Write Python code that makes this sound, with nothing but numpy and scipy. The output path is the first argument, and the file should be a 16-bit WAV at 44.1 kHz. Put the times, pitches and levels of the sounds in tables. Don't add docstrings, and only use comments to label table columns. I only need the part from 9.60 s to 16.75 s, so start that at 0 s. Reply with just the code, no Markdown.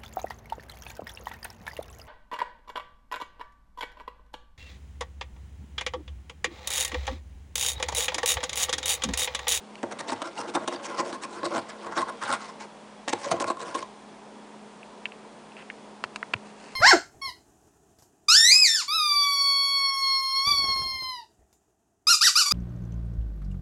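import sys
import numpy as np
from scipy import signal
from scipy.fft import rfft, irfft
from scipy.io import wavfile
from scipy.ndimage import uniform_filter1d

SR = 44100
rng = np.random.default_rng(int(sys.argv[2]) if len(sys.argv) > 2 else 0)


def transcribe(u):
    v = np.clip(np.atleast_2d(u).T, -1, 1)
    q = np.round(v * 32767).astype(np.int16)
    wavfile.write(sys.argv[1], SR, q)


N = 315437

# peak_s, rise_ms, fall_ms, force_db, weight_re_force_db, tear_re_force_db
STROKES = [(0.233, 2.8, 9.3, -25.5, 5, -23), (0.323, 13, 8.8, -32, -3.5, -8), (0.391, 3.7, 14, -38, -10, 3),
           (0.409, 9.5, 2.8, -30, -3, -5), (0.502, 23, 6.8, -38, 6, 4.5), (0.523, 9.5, 14, -28, 1, -10),
           (0.62, 2.6, 7.5, -30.5, 2.5, -3.5), (0.67, 27, 20, -33.5, -6, -12),
           (0.811, 51, 8, -33, -8.5, -7), (0.892, 18, 17, -46, 8.5, 3), (0.954, 13.4, 7.4, -22, 0.5, -10),
           (0.964, 12, 15, -21.5, -5.5, -44), (1.044, 53, 2.6, -38, 1, -12), (1.078, 3.7, 9, -34, 8, 2.5),
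           (1.142, 36, 15, -36.5, 0.5, -7.5), (1.256, 25, 13, -41, -25, 2.5),
           (1.307, 26, 110, -48, 0.5, -5.5), (1.385, 4.5, 4.6, -35, -14, -26),
           (1.406, 27.7, 7.9, -21.5, -1.5, -9), (1.424, 7.2, 13, -46.5, 16, -24),
           (1.461, 17, 48, -36, 4, -6), (1.531, 7.6, 31, -35, -4, -9), (1.648, 24, 5, -32, -9, -5.5),
           (1.758, 71, 36, -41, -3.5, -6.5), (1.841, 16, 10, -34, 9.5, -17),
           (1.856, 13, 16, -26.5, 0.5, -6.5), (1.973, 52, 23, -26.5, -1, -13),
           (2.098, 9.3, 12, -35.5, -25, -6), (2.244, 19, 12, -38.5, -6, -11.5),
           (2.27, 10, 4.9, -36.5, -8, -11), (2.324, 6.2, 24, -33, -13, -23),
           (2.36, 7.3, 14, -31.5, -3, -12), (2.385, 17, 22, -20.5, -9.5, -15.5),
           (2.418, 16, 12.4, -25, -13, -13), (2.498, 18, 3.9, -27, -10, -14),
           (2.628, 15, 57, -28, -14, -15), (2.702, 28, 60, -25, -11, -15),
           (2.731, 9.1, 20, -25, -10.5, -7.5), (2.837, 36, 66, -35, -23, -11),
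           (3.009, 13, 40, -40, -9, -6.5), (3.484, 5.5, 19, -29.5, -2, -3), (3.533, 5.4, 3, -15, -11.5, -7),
           (3.6, 14, 52, -48, -17, 3), (3.65, 17, 13, -35, -11, -2.5), (3.666, 12, 9.7, -37, 4, -16),
           (3.685, 18, 20, -46, 5, 1), (3.716, 6.4, 12, -24, 2, -5.5), (3.735, 8, 8.6, -41, 15, -26),
           (3.8, 1.5, 14, -31, -2.5, -2.5), (3.825, 9, 1.8, -28, 0, 0.5),
           (3.844, 5.6, 2.7, -31.5, 4.5, -22), (3.883, 18, 9.3, -42.5, 7, 1),
           (3.906, 14.6, 12, -32, -5.5, -6.5), (4.027, 34, 8.8, -40, -2, -4.5),
           (4.061, 13, 64, -40.5, 2.5, -6), (4.154, 9.6, 11, -28.5, -7, -4), (4.178, 11, 16, -35.5, -2, -5),
           (4.23, 69, 2.2, -43.5, 4, -2)]
# time_s, level_db, grit_re_level_db
PAW_DRAG = [(0.15, -79, -12), (0.27, -42, -20), (0.54, -36.5, -15), (0.72, -49.5, -8.5), (0.86, -38, -18),
            (1.0, -46.5, -24), (1.3, -37.5, -11.5), (1.65, -54.5, -13), (1.9, -45, -8.5),
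            (2.17, -45.5, -12.5), (2.45, -42.5, -13.5), (2.58, -44, -15), (3.01, -55.5, -7.5),
            (3.42, -76, -25), (3.54, -41.5, -16), (3.72, -37, -9), (3.87, -44, -20), (3.97, -60, -17),
            (4.05, -46.5, -9.5), (4.23, -48, -7), (4.3, -63, -15), (4.45, -72, -15)]
# start_s, level_db, knock_re_level_db
SNAGS = [(0.23, -23.5, 7.5), (0.313, -31, -4), (0.496, -21, -11), (0.52, -22, -7), (0.618, -26.5, 8),
         (0.655, -30, 2), (0.948, -36, 10), (0.962, -24, 7), (1.077, -21.5, -7.5), (1.125, -23.5, 7),
         (1.162, -32, -6), (1.384, -29, 14), (1.401, -19, 1), (1.528, -29, 14), (1.651, -36, 6),
         (1.831, -26, 5), (1.949, -27, -3), (1.965, -29, 10), (2.322, -31, -3), (2.378, -19.5, 0),
         (2.395, -28, -3), (2.626, -23.5, -18), (2.726, -15, -4), (3.478, -30.5, 18), (3.531, -20, 10),
         (3.577, -37, 1), (3.713, -30, 2), (3.726, -29, 12), (3.805, -33, 15), (3.842, -22.5, 6),
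         (3.88, -29, -5), (3.902, -24, 12), (3.97, -35.5, 2), (4.149, -33.5, 18.5), (4.226, -34, -6)]
# start_s, pitch_hz, peak_db
SQUEAKS = [(0.778, 2800, -27.5), (0.952, 3600, -24.5), (1.159, 4640, -31.5), (1.833, 4000, -35),
           (1.854, 3860, -27), (1.937, 5500, -38), (3.478, 1650, -26.5), (3.501, 2350, -39)]
# centre_hz, width_hz, relative_db
WALL_MODES = [(251.5, 54, 1), (343, 46, 3.5), (463, 59.5, 2), (575, 61, 7.5), (613.6, 77, 7.5),
              (652, 120, 4)]
ROCKING_MODES = [(106, 12, -1), (135, 15, -11.5), (182, 41, -2), (273, 18, 0)]
FLOOR_MODES = [(880, 124, 6.5), (973, 365, -0.5), (1333, 330, 0.5), (1557, 280, -2.5), (2010, 154, -7.5)]
OPEN_FLOOR_MODES = [(1002, 60, 1.5), (1056, 76, 1.5), (1154, 135, -10)]
TEAR_MODES = [(1813, 260, 2), (2350, 650, -1), (3074, 1200, -2), (3910, 640, 0), (4560, 590, -4.5),
              (5360, 570, -4), (6380, 1100, -5.5), (7690, 940, -6), (9020, 1500, -9)]
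GRIT_MODES = [(2070, 560, -0.5), (2800, 1330, 1.5), (3950, 1500, -1.5), (5300, 960, -6),
              (7600, 2500, -11.5)]
# time_s, gain_db
OPEN_FLOOR_GAIN = [(0.2, -18), (0.9, -27), (1.1, -5.5), (1.4, -1.5), (1.7, 1), (2.0, -2.5), (2.3, -8.5),
                   (2.55, 0), (2.7, -21), (2.9, -8.5), (3.48, -12), (3.6, -4), (3.67, 10), (3.72, -9),
                   (3.75, 6), (3.82, -6), (3.9, 2), (4.05, 4.5), (4.22, 3)]

# start_s, mid_db, low_re_mid_db, body_re_mid_db, high_re_mid_db, decay_ms
SHELL_TICKS = [(0.1543, -26, -25, -24, -8.5, 2.9), (5.2302, -30, -7, -22, -25, 2.3),
               (5.455, -12.5, -14, -12, -28, 7.5), (5.52, -28, -12, -20, -25, 2.5),
               (5.919, -36, -18, -20, -22, 2.5), (5.967, -29, -19, -19, -24, 2.3),
               (6.0998, -29.5, 1, 11.5, -35, 6.7), (6.4385, -9.5, -1, -19, -13.5, 4.6),
               (6.559, -17.5, -1, -26, -2.5, 4.3), (6.6278, -26.5, 13.5, 9.5, -12, 2.3),
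               (6.7352, -12.5, -2.5, -23, -11, 1.8), (6.7381, -4, -6, -7.5, -18, 2.4),
               (6.7634, -31, -4, -17, -20, 3)]
# peak_s, rise_ms, fall_ms, level_db, treble_db
FINGER_RUBS = [(0.185, 10, 12, -56, -64), (6.0, 34, 31, -50, -66), (6.88, 31, 34, -58.5, -62),
               (7.08, 98, 110, -56, -57.5)]
# centre_hz, width_hz, relative_db
SHELL_LOW_MODES = [(1000, 110, 7.5), (1510, 500, 11.5), (1240, 630, 7), (475, 420, 1)]
SHELL_BODY_MODES = [(2070, 390, 0)]
SHELL_MID_MODES = [(2630, 380, 16), (3100, 400, -27), (2350, 230, 9.5)]
SHELL_HIGH_MODES = [(3700, 700, -2), (4600, 900, 0), (6000, 2000, -5), (8300, 2500, -7)]

# frequency_hz, relative_density_db
FAN_SPECTRUM = [(20, -54), (45, -39), (100, -23.5), (170, -7.5), (260, -7.5), (330, -11), (450, -9),
                (650, -6), (950, -8), (1400, -15.5), (2500, -20.5), (5000, -26), (10300, -31)]
# centre_hz, width_hz, relative_db
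FAN_MODES = [(414, 82, -6.5), (962, 74, -11), (3370, 26, -19), (4320, 85, -37)]
# pitch_hz, level_db
HUM_LINES = [(50, -75.5), (57, -76), (121, -83.5), (138, -92), (210, -54.5), (240, -65.5), (291, -66.5)]


def claws():
    walls, floor, rasp, rocking = stroke_pressures()
    drag_db, grit_re_drag_db = curves(PAW_DRAG)
    grit_db = drag_db + grit_re_drag_db
    drag_db = drag_db + 2 * walk(rate_hz=29.36)
    grit_db = grit_db + 2 * walk(rate_hz=29.36)
    catches, tearing = fibre_friction()
    grit = undb(grit_db + 3 * walk(rate_hz=60)) * (.8 * tearing + .6 * slips(per_s=500, spread_db=3))
    hook, knock, snap = snags()
    wall_force = (walls + undb(drag_db - 3)) * catches
    floor_pressure = floor + undb(drag_db)
    floor_force = floor_pressure * (.35 * catches + .48 * tearing) + hook
    open_floor_force = undb(curves(OPEN_FLOOR_GAIN)[0]) * (.5 * floor_pressure * catches + hook)
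    out = ring(wall_force, WALL_MODES, wander_db=2, rate_hz=20)
    out += ring(knock, WALL_MODES, order=1)
    out += ring(rocking * catches, ROCKING_MODES)
    out += ring(floor_force, FLOOR_MODES, wander_db=2.2, rate_hz=28)
    out += ring(open_floor_force, OPEN_FLOOR_MODES, wander_db=4, rate_hz=22)
    out += ring(rasp * tearing + snap, TEAR_MODES, wander_db=3, rate_hz=70)
    return out + ring(grit, GRIT_MODES, wander_db=3, rate_hz=50)


def stroke_pressures(second_bout_s=3.3, second_bout_db=3.5):
    rows = []
    for peak_s, rise_ms, fall_ms, force_db, weight_db, tear_db in STROKES:
        rocking_db = -25.5 + .81 * force_db + .52 * weight_db + second_bout_db * (peak_s > second_bout_s)
        rows.append((peak_s, rise_ms, fall_ms, force_db + weight_db, force_db, force_db + tear_db,
                     rocking_db))
    return pressure(rows, sharpness=2.73)


def fibre_friction(crackle_share=.36):
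    judder = level(undb(2.1 * walk(rate_hz=130)), 0)
    catches = slips(per_s=2500, spread_db=0) * judder
    tearing = slips(per_s=6000, spread_db=-1.07) * judder
    crackle = level(slips(per_s=900, spread_db=2.5) * undb(3 * walk(rate_hz=45)), 0)
    return catches, np.sqrt(1 - crackle_share) * tearing + np.sqrt(crackle_share) * crackle


def snags(hook_decay_s=.0019, snap_decay_s=.0024):
    hook, knock, snap = np.zeros((3, N))
    t = np.arange(600) / SR
    for start_s, db, knock_db in SNAGS:
        part = span(start_s, t)
        jolt = rng.standard_normal(len(t))
        blow = .6 * jolt * np.exp(-t / hook_decay_s) + 6 * (t == 0)
        hook[part] += undb(db) * blow
        knock[part] += undb(db + knock_db) * blow
        snap[part] += undb(db - 10) * jolt * np.exp(-t / snap_decay_s)
    return hook, knock, snap


def squeaks(rise_s=.00085, decay_s=.0036):
    out = np.zeros(N)
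    t = np.arange(600) / SR
    envelope = np.minimum(t / rise_s, 1) * np.exp(-t / decay_s)
    for start_s, pitch_hz, db in SQUEAKS:
        out[span(start_s, t)] += undb(db) * envelope * np.sin(2 * np.pi * pitch_hz * t)
    return out


def box_hollow(x, rt60_s=.28):
    t = np.arange(int(.2 * SR)) / SR
    tail = rng.standard_normal(len(t)) * undb(-60 * t / rt60_s)
    wet = signal.fftconvolve(x, tail / np.sqrt(np.sum(tail ** 2)))[:N]
    return x + undb(-10) * signal.lfilter([.45], [1, -.55], wet)


def camera_shell(knock_hz=110.6, knock_width_hz=45, knock_db_per_db=3.2):
    low, body, mid, high, knock = np.zeros((5, N))
    t = np.arange(500) / SR
    click = .8 * np.exp(-((t - .001) / .00005) ** 2)
    for start_s, db, low_db, body_db, high_db, decay_ms in SHELL_TICKS:
        crack = click + .15 * rng.standard_normal(len(t)) * np.exp(-t * 1000 / decay_ms)
        part = span(start_s, t)
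        mid[part] += undb(db) * crack
        low[part] += undb(db + low_db) * crack
        body[part] += undb(db + body_db) * crack
        high[part] += undb(db + high_db) * crack
        knock[part.stop] += undb(4 + knock_db_per_db * db)
    rub, rub_treble = pressure(FINGER_RUBS, sharpness=4.1) * slips(per_s=4000, spread_db=1)
    out = ring(low + rub, SHELL_LOW_MODES) + ring(body + .5 * rub, SHELL_BODY_MODES)
    out += ring(mid + rub, SHELL_MID_MODES) + ring(high + rub_treble, SHELL_HIGH_MODES)
    return out + ring(knock, [(knock_hz, knock_width_hz, 0)])


def fan_rush(rush_db=-49, modes_db=-54.5):
    hz, density_db = np.transpose(FAN_SPECTRUM)
    bin_hz = np.maximum(np.fft.rfftfreq(N, 1 / SR), 1)
    spectrum = rfft(rng.standard_normal(N)) * undb(np.interp(np.log(bin_hz), np.log(hz), density_db))
    rush = np.zeros(N)
    for centre_octave in np.arange(4, 14, .5):
        band = np.clip(1 - np.abs(np.log2(bin_hz) - centre_octave) / .5, 0, 1)
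        rush += irfft(spectrum * band, N) * undb(.5 * walk(rate_hz=6))
    return level(rush, rush_db) + level(ring(rng.standard_normal(N), FAN_MODES), modes_db)


def motor_hum(pitch_spread=.00552, waver_db=2.4):
    warped_s = np.cumsum(1 + pitch_spread * walk(rate_hz=7.3)) / SR
    out = np.zeros(N)
    for pitch_hz, db in HUM_LINES:
        amplitude = np.sqrt(2) * undb(db + waver_db * walk(rate_hz=14))
        out += amplitude * np.sin(2 * np.pi * pitch_hz * warped_s)
    return out


def pressure(strokes, sharpness):
    power = np.zeros((len(strokes[0]) - 3, N))
    for peak_s, rise_ms, fall_ms, *levels_db in strokes:
        i = np.arange(max(int((peak_s - .25) * SR), 0), min(int((peak_s + .35) * SR), N))
        offset_ms = (i / SR - peak_s) * 1000
        width_ms = np.where(offset_ms < 0, rise_ms, fall_ms)
        shape = np.exp(-np.abs(offset_ms / width_ms) ** sharpness)
        power[:, i] += np.outer(undb(levels_db), shape) ** 2
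    return np.sqrt(power)


def slips(per_s, spread_db):
    slipping = rng.random(N) < per_s / SR
    size = np.minimum(rng.exponential(size=N), 6)
    return level(slipping * undb(spread_db * size) * rng.standard_normal(N), 0)


def ring(x, modes, wander_db=0, rate_hz=12, order=2):
    impulse = np.arange(4096) == 0
    out = power = 0
    for k, (hz, width_hz, db) in enumerate(modes):
        section = np.concatenate(signal.iirpeak(hz, hz / width_hz / 1.5, SR))
        sos = np.tile(section, (order, 1))
        wander = level(undb(wander_db * walk(rate_hz)), 0) if wander_db else 1
        out += (-1) ** k * undb(db) * wander * signal.sosfilt(sos, x)
        power += np.sum((undb(db) * signal.sosfilt(sos, impulse)) ** 2)
    return out / np.sqrt(power)


def walk(rate_hz):
    hold = int(SR / rate_hz)
    steps = np.repeat(rng.standard_normal(N // 100), hold)[:N]
    return 1.28 * uniform_filter1d(uniform_filter1d(steps, hold), hold)


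def curves(table):
    time_s, *columns = np.transpose(table)
    return [np.interp(np.arange(N) / SR, time_s, column) for column in columns]


def span(start_s, t):
    return slice(int(start_s * SR), int(start_s * SR) + len(t))


def level(x, rms_db):
    return x * undb(rms_db) / np.sqrt(np.mean(x ** 2))


def undb(db):
    return 10 ** (np.asarray(db) / 20)


def scene():
    return (box_hollow(claws() + squeaks()) + camera_shell() + fan_rush() + motor_hum())[None]


def record(dry):
    bass_hz, top_hz = 60, 10000
    thin = signal.sosfilt(signal.butter(2, bass_hz, "high", fs=SR, output="sos"), dry)
    return signal.sosfilt(signal.ellip(10, .2, 60, top_hz, fs=SR, output="sos"), thin)


dry = scene()
out = record(dry)
transcribe(out)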